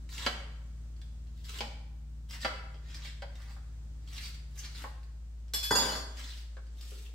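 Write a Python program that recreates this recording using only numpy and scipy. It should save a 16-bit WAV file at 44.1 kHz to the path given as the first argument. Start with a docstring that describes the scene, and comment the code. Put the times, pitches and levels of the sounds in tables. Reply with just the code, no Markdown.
"""Cutting cabbage on a kitchen counter

Cabbage is cut on a thin plastic board on stone: three strokes crunch as bursts of clicks and hiss, single cracks
are ribs snapping and faint crackles of handling, wet leaves rasp by stick and slip, and blows excite the board's
resonances. The shreds rustle as they are pushed together; the steel knife is laid down, its blade a sum of dying
sines and its handle a resonant thud; then hands scoop up the shreds. Dying noise tails make the echoes.
A motor hums as one sine, a faint far drone of harmonics sinks in pitch, and filtered noise is the air."""
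import sys
import numpy as np
from scipy import signal
from scipy.fft import rfft, irfft, next_fast_len
from scipy.io import wavfile
from scipy.ndimage import uniform_filter1d, map_coordinates

SR = 44100
rng = np.random.default_rng(int(sys.argv[2]) if len(sys.argv) > 2 else 0)


def wrap_up_sound(samples):
    """Save the sound to the file named by the first command line argument, as 16-bit audio."""
    columns = np.atleast_2d(samples).T
    # keep every value between -1 and 1, then stretch to whole-number steps
    tamed = np.clip(columns, -1, 1)
    steps = np.round(tamed * 32767).astype(np.int16)
    wavfile.write(sys.argv[1], SR, steps)


N = 314874

# Levels in dB are relative: the gains of each source and of the mix come on top.

# Drift of the air noise. Each row: time in seconds, level in dB.
AIR_LEVELS = [(0, -67), (2, -70.5), (3.8, -67.5), (5.3, -70), (7.14, -66.5)]
# Spectrum of the air noise. 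Each row: frequency in Hz, filter gain in dB.
AIR_SPECTRUM = [(100, -37), (200, -14), (300, -18.5), (550, -24.5), (1000, -29), (1600, -30.5),
                (2400, -34.5), (4000, -34), (8200, -35), (9500, -45.5), (15500, -54)]
# Spectrum of the low rumble. Each row: frequency in Hz, filter gain in dB.
RUMBLE_SPECTRUM = [(15, -13), (28, -2), (60, 0.5), (110, -3), (180, -6.5), (260, -21.5), (400, -43.5)]
# Harmonics of the drone. Each row: multiple of its pitch, level in dB.
DRONE_HARMONICS = [(2, -2), (3, -5.5), (4, -4), (6, -15.5), (8, -22)]
# Single cracks: ribs snapping, and faint crackles of handling.
# Each row: start in seconds, level in dB, pitch in Hz.
SINGLE_CRACKS = [(0.0911, -45, 3900), (0.1486, -43, 3840), (0.18, -33, 3130), (0.2244, -33.5, 3380),
                 (0.964, -58.5, 4540), (1.0163, -47, 3450), (1.271, -59, 4290), (1.445, -47, 4540),
                 (1.494, -37.5, 1300), (1.587, -33.5, 2960), (2.309, -38.5, 4900), (2.3524, -47, 5640),
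                 (2.9459, -40, 4500), (3.3552, -48, 3720), (4.0756, -47, 3280), (4.1285, -53, 3570),
                 (4.3454, -45, 4580), (5.032, -53, 4550), (5.4819, -56.5, 5330), (6.6678, -56.5, 4750)]
# Spectrum of leaf noise. Each row: frequency in Hz, filter gain in dB.
LEAF_SPECTRUM = [(100, -22), (240, 0), (380, -10.5), (700, -10.5), (1400, -3.5), (2200, 2.5), (3500, 3.5),
                 (5000, 1.5), (6500, -4), (8000, 0), (9500, -11), (15000, -12.5)]
# Pushes of the blade through the leaves. Each row: start in seconds, length in seconds,
# final crunch in dB, its growth on the way in dB, final body in dB relative to the crunch.
BLADE_PUSHES = [(0.095, 0.18, -42, 14.5, 0), (1.44, 0.15, -47.5, 9, -2.5), (2.289, 0.072, -50, 7, -2),
                (2.401, 0.034, -43.5, 9, -2.5)]
# Wet leaves rubbing on blade or board. Each row: time of the peak in seconds, level in dB, pitch in Hz,
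# half the duration in seconds.
LEAF_RUBS = [(0.144, -57, 5650, 0.026), (2.338, -57, 5100, 0.031), (2.422, -53, 5060, 0.021),
             (2.96, -55, 5000, 0.025), (3.051, -52.5, 3730, 0.041), (4.241, -52.5, 4640, 0.052),
             (4.591, -49.5, 6060, 0.023), (4.652, -52, 4900, 0.021), (6.309, -56.5, 4030, 0.035)]
# Blows on the board. Each row: start in seconds, knock in dB, thump and click in dB relative to the knock,
# pitch of the struck spot in Hz, boost at that pitch in dB, share that fills the room in dB.
BOARD_BLOWS = [(0.2639, -32, 3, 1, 1520, 3, -2.5), (1.6063, -38.5, 2, -2, 1060, 5, -1.5),
               (2.4474, -31, -2.5, -6, 1600, 2.5, -0.5), (2.743, -66, 19, 4.5, 503, -6, 2.5),
               (3.2211, -45, -2, -7, 570, 5, -1.5), (3.5634, -59, -7, -23, 1400, 4, 1),
               (4.84, -41.5, -4, -17.5, 1020, 13.5, -3.5), (6.568, -52.5, 5, -7, 1590, 10, -5),
               (6.918, -62, 6.5, -8, 384, 20, 1)]
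# Resonances of the board on the counter. Each row: frequency in Hz, width in Hz, level in dB.
BOARD_MODES = [(232, 31, 3.5), (532, 100, 3), (803, 79, 3.5), (1060, 173, -4), (1320, 173, -0.5),
               (1528, 274, -2), (2130, 360, -1.5), (3220, 350, -1), (4045, 130, -2.5), (4760, 590, -5)]
# Hand moves through the shreds. Each row: start in seconds, length in seconds, rustle in dB,
# body and fizz in dB relative to the rustle.
HAND_MOVES = [(1.385, 0.045, -68, -16, -12), (2.904, 0.066, -54, -4, -19), (3.054, 0.023, -50.5, -2, -21),
              (3.37, 0.17, -62, -0.5, -11), (4.137, .15, -50.5, -5, -9.5), (4.585, 0.0071, -55.5, -8, -5),
              (4.647, 0.0099, -50.5, -5, -30), (4.763, 0.064, -52.5, -5, -9.5), (6.188, 0.14, -50, -8, -15),
              (6.375, 0.02, -56, -8, -11), (6.808, 0.26, -56.5, -11.5, -9)]
# The knife touching down. Each row: start in seconds, ring, handle thud and tick in dB,
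# flatness from 0 on its edge to 1 on its side.
KNIFE_TOUCHES = [(5.536, -31.5, -45.5, -33.5, 0.097), (5.629, -34, -68, -37.5, 0.34),
                 (5.708, -28, -25, -43, 0.84), (5.752, -25, -28.5, -36.5, 0.95)]
# Modes of the steel blade. Each row: frequency in Hz, level struck on its edge in dB,
# level struck on its side in dB, time to decay by 60 dB in seconds.
BLADE_MODES = [(1647, -10, -18, .4), (2380, -5, -24, .12), (3418, -7, -8, .7), (4197, -6, -20, .42),
               (4468, -7, -18, .3), (4517, -20, -2, .55), (4690, -12, 1, .12), (4820, -5, 2, .36),
               (4930, -10, -2, .1), (5046, -3, -4, .28), (5424, 3, -20, .28), (5771, -3, -22, .4),
               (6558, -22, -9, .28), (6825, -20, 0, .3), (7178, -12, -12, .28), (7504, 0, -20, .12),
               (7665, -6, -22, .15), (8145, -22, -11, .28), (8830, -10, -14, .18), (10147, -18, -12, .18),
               (10290, -9, -16, .18), (11854, 2, -12, .18), (12586, -14, -13, .18), (13300, -10, -17, .16),
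               (13781, -5, -24, .18), (14980, -9, -24, .16)]
# Resonances of the handle on the counter. Each row: frequency in Hz, width in Hz, level in dB.
HANDLE_MODES = [(126, 52, -2.5), (252, 29, 6.5), (318, 47, -1.5), (410, 40, 2.5), (533, 55, -1),
                (643, 38, 0.5), (779, 60, -2.5), (983, 160, -3), (1200, 195, -5), (1560, 148, -4.5),
                (2000, 40, -7.5)]
# Spectrum of the tick of steel on stone. Each row: frequency in Hz, filter gain in dB.
TICK_SPECTRUM = [(200, -17), (1000, -5), (2400, -0.5), (5000, 3.5), (7500, -5), (9500, -7.5), (12000, -8),
                 (15500, -12.5)]
# Reverberation of the kitchen. Each row: frequency in Hz, time to decay by 60 dB in seconds.
KITCHEN_DECAY = [(150, 0.69), (530, 0.72), (1400, 0.8), (3700, 0.61), (9700, 0.54), (15000, 0.3)]

# The drone sinks in pitch and dulls at an even pace, and fades toward the end.
DRONE_HZ, DRONE_SAG_HZ_PER_S = 38.45, 0.46
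DRONE_DB, DRONE_FADE_S, DRONE_FADE_DB_PER_S = -56.5, 4.2, 3.5
DRONE_BRIGHT_DB, DRONE_DULLS_DB_PER_S = 3, 0.74  # tilt of its harmonics, per octave
CRACK_BOOST_DB, CRACK_FIZZ_DB = 11, -1  # at the crack's pitch, and above 10 kHz
CUT_ATTACK_S, CUT_RELEASE_S = 0.0029, 0.0093
CUT_BODY_GROWS_DB = 9.5  # thick ribs gain on the crunch as the blade goes deeper
JUICE_DB, JUICE_GROWS_DB = -59.5, 5.5  # the fizz hardly depends on the force
SWEEP_ATTACK_S, SWEEP_RELEASE_S = 0.073, 0.055  # time to swell or fade by 20 dB
SWEEP_SAG_DB_PER_S = 16.5  # the heap loosens under the hand
# The knife rocks to rest on its side, a little weaker at each contact.
ROCK_START_S, ROCK_PERIOD_S, ROCK_LOSS_DB = 5.785, 0.0335, 1.52
ROCK_RING_DB, ROCK_THUD_DB, ROCK_TICK_DB = -41.5, -33, -37
TOP_HZ = 15830


def amp(db):
    """Gain is ten to the power of decibels over twenty."""
    return 10 ** (np.asarray(db) / 20)


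def unit(x):
    """Normalization to an rms of 1."""
    return x / np.sqrt(np.mean(x ** 2) + 1e-20)


def along(points, hz):
    """Interpolation of (Hz, value) points on a logarithmic axis."""
    f, v = np.transpose(points)
    return np.interp(np.log(hz + 1), np.log(f + 1), v)


def wobble(rate):
    """Smooth random fluctuation: a spline through random knots, rate of them a second."""
    knots = rng.standard_normal(int(N * rate / SR) + 4)
    return map_coordinates(knots, [np.arange(N) * rate / SR])


def filtered(x, response):
    """Linear filtering: the spectrum is multiplied by a response of frequency."""
    n = x.shape[-1]
    m = next_fast_len(n + SR // 8, True)
    return irfft(rfft(x, m) * response(np.fft.rfftfreq(m, 1 / SR)), m)[..., :n]


def coloured(x, points, size=2048):
    """Minimum-phase filtering: folding the cepstrum makes a causal filter of the given (Hz, dB) shape."""
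    cepstrum = irfft(np.log(amp(along(points, np.fft.rfftfreq(size, 1 / SR)))))
    cepstrum[1:size // 2] *= 2
    cepstrum[size // 2 + 1:] = 0
    return signal.fftconvolve(x, irfft(np.exp(rfft(cepstrum))))[:len(x)]


def boosted(x, hz, boost_db, octaves):
    """Spectral emphasis: a bump around one pitch."""
    return coloured(x, [(hz / 2 ** octaves, 0), (hz, boost_db), (hz * 2 ** octaves, 0)])


def resonant(x, modes):
    """Modal response: a body's (Hz, width, dB) resonances in parallel, with alternating signs."""
    def response(f):
        total = 0
        for k, (centre, width, db) in enumerate(modes):
            mode = 1j * f * width / (centre * centre - f * f + 1j * f * width)
            total = total + (-1) ** k * amp(db) * mode
        return total
    return filtered(x, response)


def band_rms(x, lo_hz, hi_hz):
    """Band energy of a short sound, as the rms it would have if it lasted 10 ms."""
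    band = filtered(x, lambda f: (f > lo_hz) & (f < hi_hz))
    return np.sqrt(100 * np.sum(band ** 2) / SR)


def contact(chatter, t60):
    """Impact force: one sharp push followed by fine, dying chatter of the touching faces."""
    t = np.arange(SR // 4) / SR
    force = coloured(rng.standard_normal(len(t)), [(250, -13.5), (700, -1.0)]) * amp(-60 * t / t60)
    force *= chatter / np.linalg.norm(force)
    force[0] += 1
    return force


def add(track, s, sound):
    """Superposition: a sound is mixed in at time s."""
    part = track[max(round(s * SR), 0):][:len(sound)]
    part += sound[:len(part)]


def motor_hum(hum_hz=56.7, hum_db=-43):
    """Steady periodic source: a single sine whose level wavers slightly."""
    t = np.arange(N) / SR
    return np.sqrt(2) * amp(hum_db + 0.28 * wobble(1.0)) * np.sin(2 * np.pi * hum_hz * t)


def far_drone():
    """Harmonic series on a sinking fundamental, over a noise rumble that follows its fade in part."""
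    t = np.arange(N) / SR
    phase = 2 * np.pi * np.cumsum(DRONE_HZ - DRONE_SAG_HZ_PER_S * t) / SR
    db = DRONE_DB - DRONE_FADE_DB_PER_S * np.maximum(t - DRONE_FADE_S, 0)
    bright_db = DRONE_BRIGHT_DB - DRONE_DULLS_DB_PER_S * t
    drone = np.zeros(N)
    for k, level_db in DRONE_HARMONICS:
        harmonic_db = db + level_db + bright_db * np.log2(k / 3) + 1.7 * wobble(2.37)
        drone += np.sqrt(2) * amp(harmonic_db) * np.sin(round(k) * phase)
    rumble_gain = amp(-62.5 + 0.38 * (db - db.mean()))
    return drone + rumble_gain * unit(coloured(rng.standard_normal(N), RUMBLE_SPECTRUM))


def room_air():
    """Diffuse noise: independent middle and side signals give partly alike left and right channels."""
    mid, side = (unit(coloured(rng.standard_normal(N), AIR_SPECTRUM)) for _ in range(2))
    side = coloured(side, [(150, -4.5), (600, -3.5), (3000, 1.5)])
    seconds, level_db = np.transpose(AIR_LEVELS)
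    air_db = np.interp(np.arange(N) / SR, seconds, level_db) + 0.88 * wobble(1.86)
    return amp(air_db) * np.array([mid + side, mid - side])


def background():
    """Superposition of hum and drone, slightly stronger on the left, with the air of the room."""
    return (motor_hum() + far_drone()) * amp([[0.5], [-0.5]]) + room_air()


def single_cracks():
    """Impulsive excitation: each crack is one impact, emphasized at its own pitch."""
    track = np.zeros(N)
    for s, db, hz in SINGLE_CRACKS:
        crack = coloured(contact(chatter=1.4, t60=0.019), LEAF_SPECTRUM)
        crack = boosted(crack, hz, CRACK_BOOST_DB, octaves=0.23)
        crack = coloured(crack, [(6000, 0), (10000, CRACK_FIZZ_DB)])
        add(track, s, amp(db - 11.5) * crack / band_rms(crack, 1500, 9000))
    return track


def patchy(x, depth_db):
    """Random spectral modulation from leaf to leaf: gains that drift over about 900 Hz and 20 ms."""
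    z = signal.stft(x, nperseg=256)[2]
    field = uniform_filter1d(rng.standard_normal(z.shape), size=5, axis=0)
    field = uniform_filter1d(field, size=7, axis=1)
    return signal.istft(z * amp(depth_db * unit(field)), nperseg=256)[1][:len(x)]


def crackle(levels, rate, spread_db, clump_db, hiss):
    """Crackling noise of bursting leaf cells: clumped tiny clicks over a wet hiss, in three bands."""
    sizes = rng.standard_normal(N) * amp(spread_db * np.minimum(rng.exponential(size=N), 3))
    grains = unit(sizes * (rng.random(N) < rate / SR))  # rate is clicks a second
    bursts = (grains + hiss * rng.standard_normal(N)) * amp(clump_db * wobble(120))
    source = coloured(patchy(bursts, 3.3), LEAF_SPECTRUM)

    def below(f, hz):
        return 1 / (1 + (f / hz) ** 10)
    # thick ribs give the body, thin leaves the crunch, juice the fizz
    body = filtered(source, lambda f: below(f, 2220))
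    crunch = filtered(source, lambda f: below(f, 7770) - below(f, 2560))
    fizz = filtered(source, lambda f: 1 - below(f, 8960))
    return levels[0] * unit(body) + levels[1] * unit(crunch) + amp(4.0) * levels[2] * unit(fizz)


def cut_levels():
    """Growth under compression: body, crunch and fizz rise as leaves are squeezed against the board."""
    t, levels = np.arange(N) / SR, np.zeros((3, N))
    for s, length, db, growth_db, body_db in BLADE_PUSHES:
        end = s + length
        to_go = np.clip(1 - (t - s) / length, 0, 1)
        gate = np.interp(t, [s - CUT_ATTACK_S, s, end, end + CUT_RELEASE_S], [0, 1, 1, 0])
        crunch_db = db - growth_db * to_go
        full_body_db = crunch_db + body_db - CUT_BODY_GROWS_DB * to_go
        juice_db = JUICE_DB - JUICE_GROWS_DB * to_go
        levels += gate * amp([full_body_db, crunch_db, juice_db])
    return levels


def cutting():
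    """Crackling noise under the blade: dense bursts shaped by the pushes."""
    return amp(-2.5) * crackle(cut_levels(), rate=1500, spread_db=1.5, clump_db=0.8, hiss=0.65)


def rubbing():
    """Stick-slip friction: a squeezed leaf slips at random instants, heard as a short, narrow rasp."""
    track = np.zeros(N)
    for s, db, hz, half_s in LEAF_RUBS:
        swell = np.hanning(int(2 * half_s * SR))
        slips = rng.standard_normal(len(swell)) * (rng.random(len(swell)) < 5000 / SR)
        rasp = unit(resonant(slips, [(hz, 0.17 * hz, 0)]))
        add(track, s - half_s, amp(db + 1) * swell * rasp)
    return track


def board():
    """Modal excitation: blows ring the board, each spot at its own pitch; also gives the room's share."""
    track, spill = np.zeros((2, N))
    for s, db, thump_db, click_db, spot_hz, spot_db, room_db in BOARD_BLOWS:
        hardness = [(500, thump_db), (800, 0), (1700, 0), (2800, click_db), (5200, click_db),
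                    (8000, click_db + 0.5), (11000, click_db - 2.5)]
        knock = coloured(resonant(contact(chatter=1.23, t60=0.046), BOARD_MODES), hardness)
        knock = boosted(knock, spot_hz, spot_db, octaves=0.39)
        knock = amp(db) * knock / band_rms(knock, 520, 2130)
        add(track, s, knock)
        add(spill, s, amp(room_db) * knock)
    return track, spill


def sweep_levels():
    """Addition of powers: body, rustle and fizz of each move swell, sag a little and fade."""
    t, power = np.arange(N) / SR, np.zeros((3, N))
    for s, length, db, body_db, fizz_db in HAND_MOVES:
        before = np.maximum(s - t, 0) / SWEEP_ATTACK_S
        after = np.maximum(t - s - length, 0) / SWEEP_RELEASE_S
        sag_db = SWEEP_SAG_DB_PER_S * np.clip(t - s, 0, length)
        level_db = db - 20 * np.minimum(before + after, 10) - sag_db
        power += np.outer([amp(body_db), 1, amp(fizz_db)], amp(level_db)) ** 2
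    return np.sqrt(power)


def rustling_shreds():
    """Crackling noise under the hands: softer, with less hiss and more uneven clicks than the cuts."""
    return amp(-3.0) * crackle(sweep_levels(), rate=1500, spread_db=3.0, clump_db=1.54, hiss=0.39)


def rocking(count=6):
    """Decaying repeated contact: the knife rocks on its side, as rows like those of KNIFE_TOUCHES."""
    first_db = np.array([ROCK_RING_DB, ROCK_THUD_DB, ROCK_TICK_DB])
    return [(ROCK_START_S + k * ROCK_PERIOD_S, *(first_db - k * ROCK_LOSS_DB), 1) for k in range(count)]


def blade_ring(flatness):
    """Free vibration: a sum of dying sines whose balance depends on how flat the blade lands."""
    t = np.arange(2 * SR // 3) / SR
    hz, edge_db, side_db, t60 = np.transpose(BLADE_MODES)
    dying = amp(-60 * t / t60[:, None]) * (1 - np.exp(-t / 0.00066))
    mode_db = edge_db + np.clip(flatness, 0, 1) * (side_db - edge_db)
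    strengths = amp(mode_db + rng.normal(0, 1.0, len(hz)))
    # each way of resting on the counter detunes the blade slightly
    pitches = hz * rng.normal(1, 0.00064, len(hz))
    return amp(-4.0) * strengths @ (dying * np.sin(2 * np.pi * pitches[:, None] * t))


def handle_thud():
    """Damped modal response: an impact through the broad resonances of the handle on the counter."""
    thud = resonant(contact(chatter=1.12, t60=0.15), HANDLE_MODES)
    thud = coloured(thud, [(1800, -13), (2800, -10), (10000, -2)])
    return thud / band_rms(thud, 100, 2500)


def steel_tick(count=50):
    """High modal density: a crack and a crowd of short-lived high modes, new at every contact."""
    crack = contact(chatter=9.3, t60=0.19)
    t = np.arange(len(crack)) / SR
    mode_hz = rng.uniform(2000, 15500, (count, 1))
    crowd = rng.standard_normal(count) @ np.sin(2 * np.pi * mode_hz * t)
    tick = coloured(unit(crack) + 0.95 * unit(crowd * amp(-60 * t / 0.19)), TICK_SPECTRUM)
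    return tick / band_rms(tick, 2200, 15500)


def knife():
    """Successive impacts: the edge touches first and rings; the handle lands and the knife rocks to rest."""
    track = np.zeros(N)
    for s, ring_db, thud_db, tick_db, flatness in KNIFE_TOUCHES + rocking():
        add(track, s, amp(ring_db) * blade_ring(flatness))
        add(track, s, amp(thud_db) * handle_thud())
        add(track, s, amp(tick_db) * steel_tick())
    return track


def tail(t60_points, seconds):
    """Reverberant decay: stereo noise whose frequencies die at their own speeds, left energy 1."""
    hz, t, z = signal.stft(rng.standard_normal((2, int(seconds * SR))), SR, nperseg=256)
    decay = amp(-60 * t / along(t60_points, hz)[:, None])
    mid, side = signal.istft(z * decay, SR, nperseg=256)[1]
    # long waves reach both ports alike
    side = coloured(side, [(120, -18.5), (280, -15.5), (600, -3.0), (1500, -0.5)])
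    pair = np.array([mid + side, mid - side])
    return pair / np.linalg.norm(pair[0])


def kitchen(x, spill, near_db, room_db, count=12):
    """Room acoustics: direct sound a little from the left, counter and cupboard echoes, reverberation."""
    out = np.array([x, np.pad(x, (1, 0))[:N]])  # one sample later on the right
    for index in np.array_split(np.arange(N), count):  # each equal stretch of time gets freshly drawn echoes
        near = amp(near_db) * tail([(200, 0.057), (700, 0.15), (8000, 0.067)], 1 / 8)
        far = amp(room_db) * tail(KITCHEN_DECAY, 2 / 3)
        for sound, echo, delay_s in ((x, near, 0.0015), (spill, far, 0.008)):
            wet = signal.fftconvolve(sound[index][None], echo, axes=1)
            for ear in range(2):
                add(out[ear], index[0] / SR + delay_s, wet[ear])
    return out


def scene():
    """Superposition: all work at the counter shares the same room, and the background is added."""
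    work = single_cracks() + cutting() + rubbing() + rustling_shreds() + knife()
    knocks, spill = board()
    return kitchen(work + knocks, work + spill, near_db=1.5, room_db=0.5) * amp(-1.5) + background()


def record(dry):
    """Band limiting: the phone keeps nothing above its top frequency."""
    return filtered(dry, lambda hz: hz < TOP_HZ)


dry = scene()
out = record(dry)
wrap_up_sound(out)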